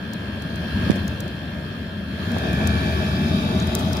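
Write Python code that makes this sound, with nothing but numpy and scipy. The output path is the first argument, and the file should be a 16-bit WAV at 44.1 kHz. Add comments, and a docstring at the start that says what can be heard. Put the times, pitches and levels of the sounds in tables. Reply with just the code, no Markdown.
"""A dark workshop, a stereo microphone beside the pipe of a running diesel heater. The burner rumbles, air
rushes through the ducts and the blower motor hums and whines on multiples of its shaft speed.
The sound swells briefly and a thump hits the right microphone port. Then the microphone moves over a
bucket, where it all grows louder and a hose trickles water in ringing bubbles.
Small wet clicks and drips fall throughout."""
import sys
import numpy as np
from scipy import signal
from scipy.fft import rfft, irfft, next_fast_len
from scipy.io import wavfile
from scipy.ndimage import uniform_filter1d, map_coordinates

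SR = 44100
rng = np.random.default_rng(int(sys.argv[2]) if len(sys.argv) > 2 else 0)


def transcribe(u):
    """Save the signal u as a 16-bit wav file named by the first command-line argument.

    u: samples, shape (n,) or (channels, n), limited to [-1, 1]; the rate is SR.
    q: integer samples, one column per channel.
    """
    v = np.clip(np.atleast_2d(u).T, -1, 1)
    q = np.round(v * 32767).astype(np.int16)
    wavfile.write(sys.argv[1], SR, q)


N = 176400


def amp(db):
    """Decibels to gain."""
    return 10 ** (np.asarray(db) / 20)


def unit(x):
    """Scale to rms 1."""
    return x / np.sqrt(np.mean(x ** 2) + 1e-20)


def along(points, hz):
    """Read (freq_hz, value) points on a log frequency axis."""
    freqs, values = np.transpose(points)
    return np.interp(np.log(hz + 1), np.log(freqs + 1), values)


def curves(rows):
    """One value per sample for each column after the time."""
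    times, *columns = np.transpose(rows)
    return [np.interp(np.arange(N) / SR, times, column) for column in columns]


def wobble(rate_hz):
    """A smooth random curve with rate_hz knots a second."""
    knots = rng.standard_normal(int(N * rate_hz / SR) + 4)
    return map_coordinates(knots, [np.arange(N) * rate_hz / SR])


def filtered(x, response):
    """Apply a response given as a function of frequency."""
    size = next_fast_len(N + 8192)
    return irfft(rfft(x, size) * response(np.fft.rfftfreq(size, 1 / SR)), size)[..., :N]


def add(out, start_s, sound):
    """Mix a sound into out at start_s."""
    i = max(round(start_s * SR), 0)
    part = out[..., i:i + sound.shape[-1]]
    part += sound[..., :part.shape[-1]]


def panned(db):
    """Left and right gains, the left louder by db."""
    return amp(np.array([[db], [-db]]) / 2)


# Small splashes around the microphone: start_s, level_db, pan_db, spatter_s
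SPLASHES = [(0.134, -32.5, 8.5, 0.0044), (0.421, -37, 4, 0.004), (0.558, -36, 8, .0035),
            (0.9055, -38, -10, .003), (0.958, -40.5, 6, .012), (1.079, -31, 10, 0.0028),
            (1.2035, -27, 2, 0.0052), (1.2795, -40.5, 9, .003), (2.318, -34.5, 5, 0.0024),
            (2.384, -32.5, 4, 0.004), (2.531, -34, 12.5, .003), (2.673, -20, 5, 0.0029),
            (3.671, -32.5, 4, 0.0051), (3.7517, -9.5, 4, 0.001), (3.789, -34, 3, 0.023),
            (3.931, -27, 5, 0.0037), (3.969, -26, 3, 0.0029)]
# Their bright spectrum: freq_hz, gain_db
SPLASH_COLOUR = [(1500, -34), (3900, -1.5), (5500, 6), (7000, 2.5), (9000, -0.5), (12000, 1), (15000, -5)]
def wet_clicks(gain_db=-3.5, tail_db=-20, tail_t60_s=.055):
    """Each splash is a short spatter with a faint tail from the room."""
    out, t = np.zeros((2, N)), np.arange(SR // 10) / SR
    for start_s, db, pan_db, spatter_s in SPLASHES:
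        shape = np.exp(-(t / spatter_s) ** 2) + amp(tail_db - 60 * t / tail_t60_s)
        add(out, start_s, amp(db + gain_db) * panned(pan_db) * shape * rng.standard_normal((2, len(t))))
    return filtered(out, lambda hz: amp(along(SPLASH_COLOUR, hz)))


def bubble(hz, cycles, rise=.067):
    """A bubble rings, rising in pitch as it dies away by 60 dB."""
    age = np.arange(int(cycles / hz * SR) + 1) * hz / cycles / SR  # 0 to 1
    ring = np.sin(2 * np.pi * cycles * age * (1 + rise * age / 2))
    return ring * amp(-60 * age) * (1 - np.exp(-age * cycles))


# Clear drips and gurgles, just left of centre: start_s, pitch_hz, level_db
DRIP_RINGS = [(0.133, 5070, -28), (1.081, 6450, -24.5), (3.03, 3120, -27), (3.601, 6600, -19.5),
              (3.617, 1560, -25.5), (3.625, 6900, -28), (3.809, 1280, -28), (3.91, 1450, -23.5),
              (3.933, 5340, -20.5), (3.971, 5140, -21)]
# The trickle, faint until the microphone is over the bucket: time_s, level_db
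TRICKLE_LEVEL = [(0, -72), (2.1, -62), (2.7, -40), (3.4, -52), (4, -36)]
def hose_water(count=500, median_hz=2840, pitch_spread=.54, size_db=7.5):
    """The hose trickles into the bucket as bubbles of random size, with a few clear drips."""
    out, (level_db,) = np.zeros((2, N)), curves(TRICKLE_LEVEL)
    for start_s, hz, db in DRIP_RINGS:
        add(out, start_s, amp(db) * panned(1) * bubble(hz, cycles=37))
    starts, sizes = rng.random(count) * N, rng.exponential(size=count)
    for start, size, (pitch, side) in zip(starts, sizes, rng.standard_normal((count, 2))):
        hz = np.clip(median_hz * np.exp(pitch_spread * pitch), 500, 12000)
        gain = amp(level_db[int(start)] + size_db * min(size, 2))
        add(out, start / SR, gain * panned(4 * side) * bubble(hz, cycles=12.6))
    return out


# Knocks right on the microphone: start_s, level_db, settled_pitch_hz, t60_s
PORT_KNOCKS = [(0.8987, 2.7, 176, .0185), (0.9155, -7, 170, .005), (2.3659, -3, 290, .0042)]
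# Hard contact within the knocks: start_s, level_db
CONTACT_CRACKS = [(0.907, -11), (0.909, -19), (0.917, -19)]
def port_thumps(attack_s=.001, bend=2.5, bend_s=.0011, crack_t60_s=.007, left_db=-30):
    """Dull knocks that sink in pitch, and brief cracks, nearly all in the right port."""
    out, t = np.zeros(N), np.arange(SR // 10) / SR
    bent_time = t + bend * bend_s * (1 - np.exp(-t / bend_s))
    for start_s, db, hz, t60_s in PORT_KNOCKS:
        shape = (1 - np.exp(-t / attack_s)) * amp(db - 60 * (t / t60_s) ** 2)
        add(out, start_s, -shape * np.sin(2 * np.pi * hz * bent_time))
    lowpass = signal.butter(2, 3200, fs=SR)
    for start_s, db in CONTACT_CRACKS:
        burst = rng.standard_normal(len(t)) * amp(-60 * t / crack_t60_s)
        add(out, start_s, 2 * amp(db) * signal.lfilter(*lowpass, burst))
    return np.array([amp(left_db) * out, out])


# How alike the two microphone ports sound: freq_hz, likeness (0 to 1)
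PORT_LIKENESS = [(120, 0.98), (300, 1), (650, 0.78), (1500, 0.32), (4000, 0.08), (12000, 0.082)]
# How far the left port leads: freq_hz, lead_rad
PORT_LEAD = [(330, 0), (650, .6), (950, 1), (1300, 3), (1700, 4.8), (2300, 7), (3400, 10), (6000, 13),
             (15000, 30)]
def air_noise(patchy_db):
    """White noise, patchy in time and frequency, as the two ports hear it: narrow bass, wide treble."""
    spectra = signal.stft(rng.standard_normal((2, N)), nperseg=512)[2]
    patches = uniform_filter1d(rng.standard_normal(spectra.shape[1:]), size=5, axis=0)
    patches = uniform_filter1d(patches, size=12, axis=1)
    pair = signal.istft(spectra * amp(patchy_db * unit(patches)))[1][:, :N]
    width = lambda hz: np.arccos(np.clip(along(PORT_LIKENESS, hz), -1, 1)) / 2
    mid, side = filtered(pair, lambda hz: np.array([np.cos(width(hz)), np.sin(width(hz))]))
    lead = lambda hz: np.exp(.5j * along(PORT_LEAD, hz) * np.array([[1], [-1]]))
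    return filtered(np.array([mid + side, mid - side]), lead)


# Duct resonances in passing: centre_hz, width_hz, level_db, loudest_s, half_length_s, glide_share_per_s
DUCT_BANDS = [(374.6, 32, -39, 3.4, 0.97, 0), (623, 68, -39.5, 3.42, 1, 0), (862, 34, -44.5, 3.9, 0.5, 0),
              (2375, 110, -43.5, 2.8, .3, 0), (3740, 150, -41, 3.52, .27, .09),
              (4450, 110, -46, 2.82, .18, 0), (4750, 80, -49, 3.42, .17, 0),
              (5220, 54, -51.5, 3.15, 0.25, 0)]
def duct_resonances():
    """Narrow bands of air noise ring out and may glide, each at its place on the microphone's path."""
    out, t, noise = np.zeros((2, N)), np.arange(N) / SR, air_noise(patchy_db=.5)
    for centre_hz, width_hz, db, loudest_s, half_length_s, glide in DUCT_BANDS:
        band = unit(filtered(noise, lambda hz: 1 / (1 + ((hz - centre_hz) / width_hz * 2) ** 2)))
        bent_time = t + glide * (t - loudest_s) ** 2 / 2
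        band = np.array([np.interp(bent_time, t, port) for port in band])
        out += band * amp(db) / (1 + ((t - loudest_s) / half_length_s) ** 4)
    return out


# Motor tones beside the pipe and over the bucket:
# shaft_order, pipe_left_db, pipe_right_db, bucket_left_db, bucket_right_db
MOTOR_TONES = [(1, -48, -51, -33, -36), (2, -44, -47, -37, -40), (3, -44, -46, -39, -40),
               (11, -53, -61, -44, -49), (20, -56, -47, -44, -41), (21, -47, -42, -39, -39),
               (22, -50, -47, -43, -38), (23, -49, -51, -48, -41), (24, -57, -56, -57, -50),
               (30, -55, -53, -43, -45), (32, -56, -62, -51, -56), (34, -52, -68, -61, -47),
               (38, -54, -64, -54, -63), (41, -45, -68, -41, -50), (42, -50, -71, -45, -56),
               (44, -58, -71, -54, -62), (45, -54, -67, -44, -60), (48, -65, -63, -50, -59)]
# Swell of all the tones at the microphone: time_s, gain_db
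MOTOR_SWELL = [(0, -1.5), (.55, 0), (.85, 5.5), (1.1, -0.5), (2.05, -3), (2.35, 1.5), (3.6, -0.5), (4, -1)]
# Dips of the 1.7 kHz whine and the 2.3 kHz ring along the way: time_s, whine_db, ring_db
MOTOR_DIPS = [(2.1, 0, 0), (2.45, 0, -6), (2.65, 0, 0), (3.2, -2, -1), (3.55, -10, -1), (3.8, -14, -15)]
def blower(moved, shaft_angle, shaft_hz, dispersion_rad=.62, whine_orders=(20, 24), ring_order=30):
    """Hum and whine on multiples of the shaft speed; the duct disperses each turn's pulse into a chirp."""
    out, (swell_db,), (whine_db, ring_db) = np.zeros((2, N)), curves(MOTOR_SWELL), curves(MOTOR_DIPS)
    lead_s = np.interp(moved, [0, 1], [.00056, .00045])  # left port first; less so below order 10
    for order, *levels in MOTOR_TONES:
        pipe_db, bucket_db = np.reshape(levels, (2, 2, 1))
        place_db = pipe_db + moved * (bucket_db - pipe_db)
        waver_db = (.5 + .8 * moved) * np.array([wobble(3.58), wobble(3.52)])
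        dip_db = whine_db * (whine_orders[0] <= order <= whine_orders[1]) + ring_db * (order == ring_order)
        lead_rad = np.pi * order * shaft_hz * lead_s * min(order / 10, 1) * np.array([[1], [-1]])
        phase = order * shaft_angle - dispersion_rad * (order - whine_orders[0]) ** 2 + lead_rad
        out += amp(place_db + waver_db + dip_db) * np.cos(phase)
    return np.sqrt(2) * out * amp(swell_db)


# Air spectrum at both spots: freq_hz, pipe_left_db, pipe_right_db, bucket_left_db, bucket_right_db
AIR_COLOUR = [(286, 6, -5.5, -2.5, -5), (367, -2, -6.5, 1, -13.5), (456, -15, -5.5, -7, -6),
              (540, -11.5, -12, -10, -14.5), (626, -6.5, -6.5, -8, -3), (793, -19.5, -19.5, -9, -15),
              (835, -21.5, -15, -12.5, -16.5), (1064, -12.5, -17.5, -15.5, -13),
              (1280, -25.5, -9.5, -11.5, -10), (1750, -13.5, -21, -19, -18), (2000, -22.5, -15.5, -22, -21),
              (2360, -24.5, -23.5, -21.5, -15.5), (2520, -13, -19.5, -14, -25),
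              (3060, -19.5, -34, -21, -20.5), (3250, -13.5, -25, -17.5, -19.5),
              (3730, -24.5, -21.5, -17.5, -19.5), (4340, -23, -18, -22, -21.5),
              (4750, -27, -27.5, -19.5, -29), (5300, -23.5, -28, -26.5, -24.5), (5960, -34, -44, -29, -35),
              (7250, -34.5, -38, -32.5, -39), (7940, -39.5, -71, -38.5, -61),
              (9950, -36, -43, -32.5, -38.5), (12200, -35, -46, -36.5, -35), (15300, -45, -81, -44, -89)]
def air_rush(mid_db, treble_db, moved, shaft_angle, low_cut_hz=301, split_hz=1960, chop_depth=.11):
    """Air through the ducts changes colour as the microphone moves; its treble pulses with the shaft."""
    table, noise = np.array(AIR_COLOUR, float), air_noise(patchy_db=1.62)

    def heard_at(spot, ripple_db=2.5, spacing_hz=53.95):
        """The rush at one spot, rippled by many small duct resonances."""
        knots = rng.standard_normal(2048)
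        ripple = lambda hz: map_coordinates(knots, [hz / spacing_hz]) * np.clip(hz / 1000, 0, 1)
        colour_db = lambda hz: np.array([along(np.c_[table[:, 0], port], hz) for port in spot.T])
        low_cut = lambda hz: 1 - 1 / (1 + (hz / low_cut_hz) ** 6)
        return filtered(noise, lambda hz: amp(colour_db(hz) + ripple_db * ripple(hz)) * low_cut(hz))

    pipe, bucket = np.hsplit(table[:, 1:], 2)
    air = (1 - moved) * heard_at(pipe) + moved * heard_at(bucket)
    mids = filtered(air, lambda hz: 1 / (1 + (hz / split_hz) ** 4))
    chop = 1 + chop_depth * np.cos(shaft_angle)
    return amp(4.5) * (unit(mids) * amp(mid_db) + unit(air - mids) * amp(treble_db) * chop)


# Spectrum of the flame: freq_hz, gain_db
FLAME_COLOUR = [(20, -36), (38, -26), (52, -16.5), (66, -3), (82, 3), (105, -2), (150, -2.5), (208, 2.5),
                (250, -5.5), (290, -8.5), (400, -30), (600, -58.5)]
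def burner(level_db, flutter_db=.36):
    """The flame's low, fluttering roar, a little to the left."""
    roar = unit(filtered(air_noise(patchy_db=.5), lambda hz: amp(along(FLAME_COLOUR, hz))))
    return roar * amp(level_db + flutter_db * wobble(24.35)) * panned(2)


# The blower's nearly steady shaft: time_s, speed_hz
SHAFT_SPEED = [(0, 77.53), (.8, 77.52), (2.3, 77.81), (4, 77.78)]
# Swells of flame and air at the microphone: time_s, rumble_db, mid_db, treble_db
HEATER_SWELL = [(0, -32.5, -42, -51), (.55, -28, -41, -48), (.85, -22.5, -36, -43),
                (1.1, -26.5, -39, -47.5), (1.35, -31, -41.5, -49.5), (2.05, -30, -44.5, -51.5),
                (2.25, -26.5, -39.5, -44.5), (2.6, -20.5, -36, -43), (3.05, -23, -37, -43),
                (3.22, -19.5, -38.5, -43.5), (3.55, -21, -37, -43), (3.75, -26.5, -36.5, -43),
                (3.87, -18.5, -38, -42.5), (4, -29, -34.5, -43)]
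def heater(moved, jitter_rad=.002):
    """Flame, air and motor; one shaft times both the tones and the pulsing of the air."""
    rumble_db, mid_db, treble_db = curves(HEATER_SWELL)
    shaft_hz, = curves(SHAFT_SPEED)
    shaft_angle = 2 * np.pi * np.cumsum(shaft_hz) / SR + jitter_rad * wobble(24.1)
    roar = burner(rumble_db) + air_rush(mid_db, treble_db, moved, shaft_angle)
    return roar + duct_resonances() + blower(moved, shaft_angle, shaft_hz[0])


def scene(move_start_s=2.1, move_end_s=2.6):
    """Heater, water and handling, as the microphone goes from the pipe to the bucket."""
    moved, = curves([(move_start_s, 0), (move_end_s, 1)])  # 0 beside the pipe, 1 over the bucket
    return heater(moved) + wet_clicks() + hose_water() + port_thumps()


def record(dry, top_hz=15700):
    """The recorder clips at full scale and keeps nothing above its band limit."""
    return filtered(np.clip(dry, -1, 1), lambda hz: hz < top_hz)


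dry = scene()
out = record(dry)
transcribe(out)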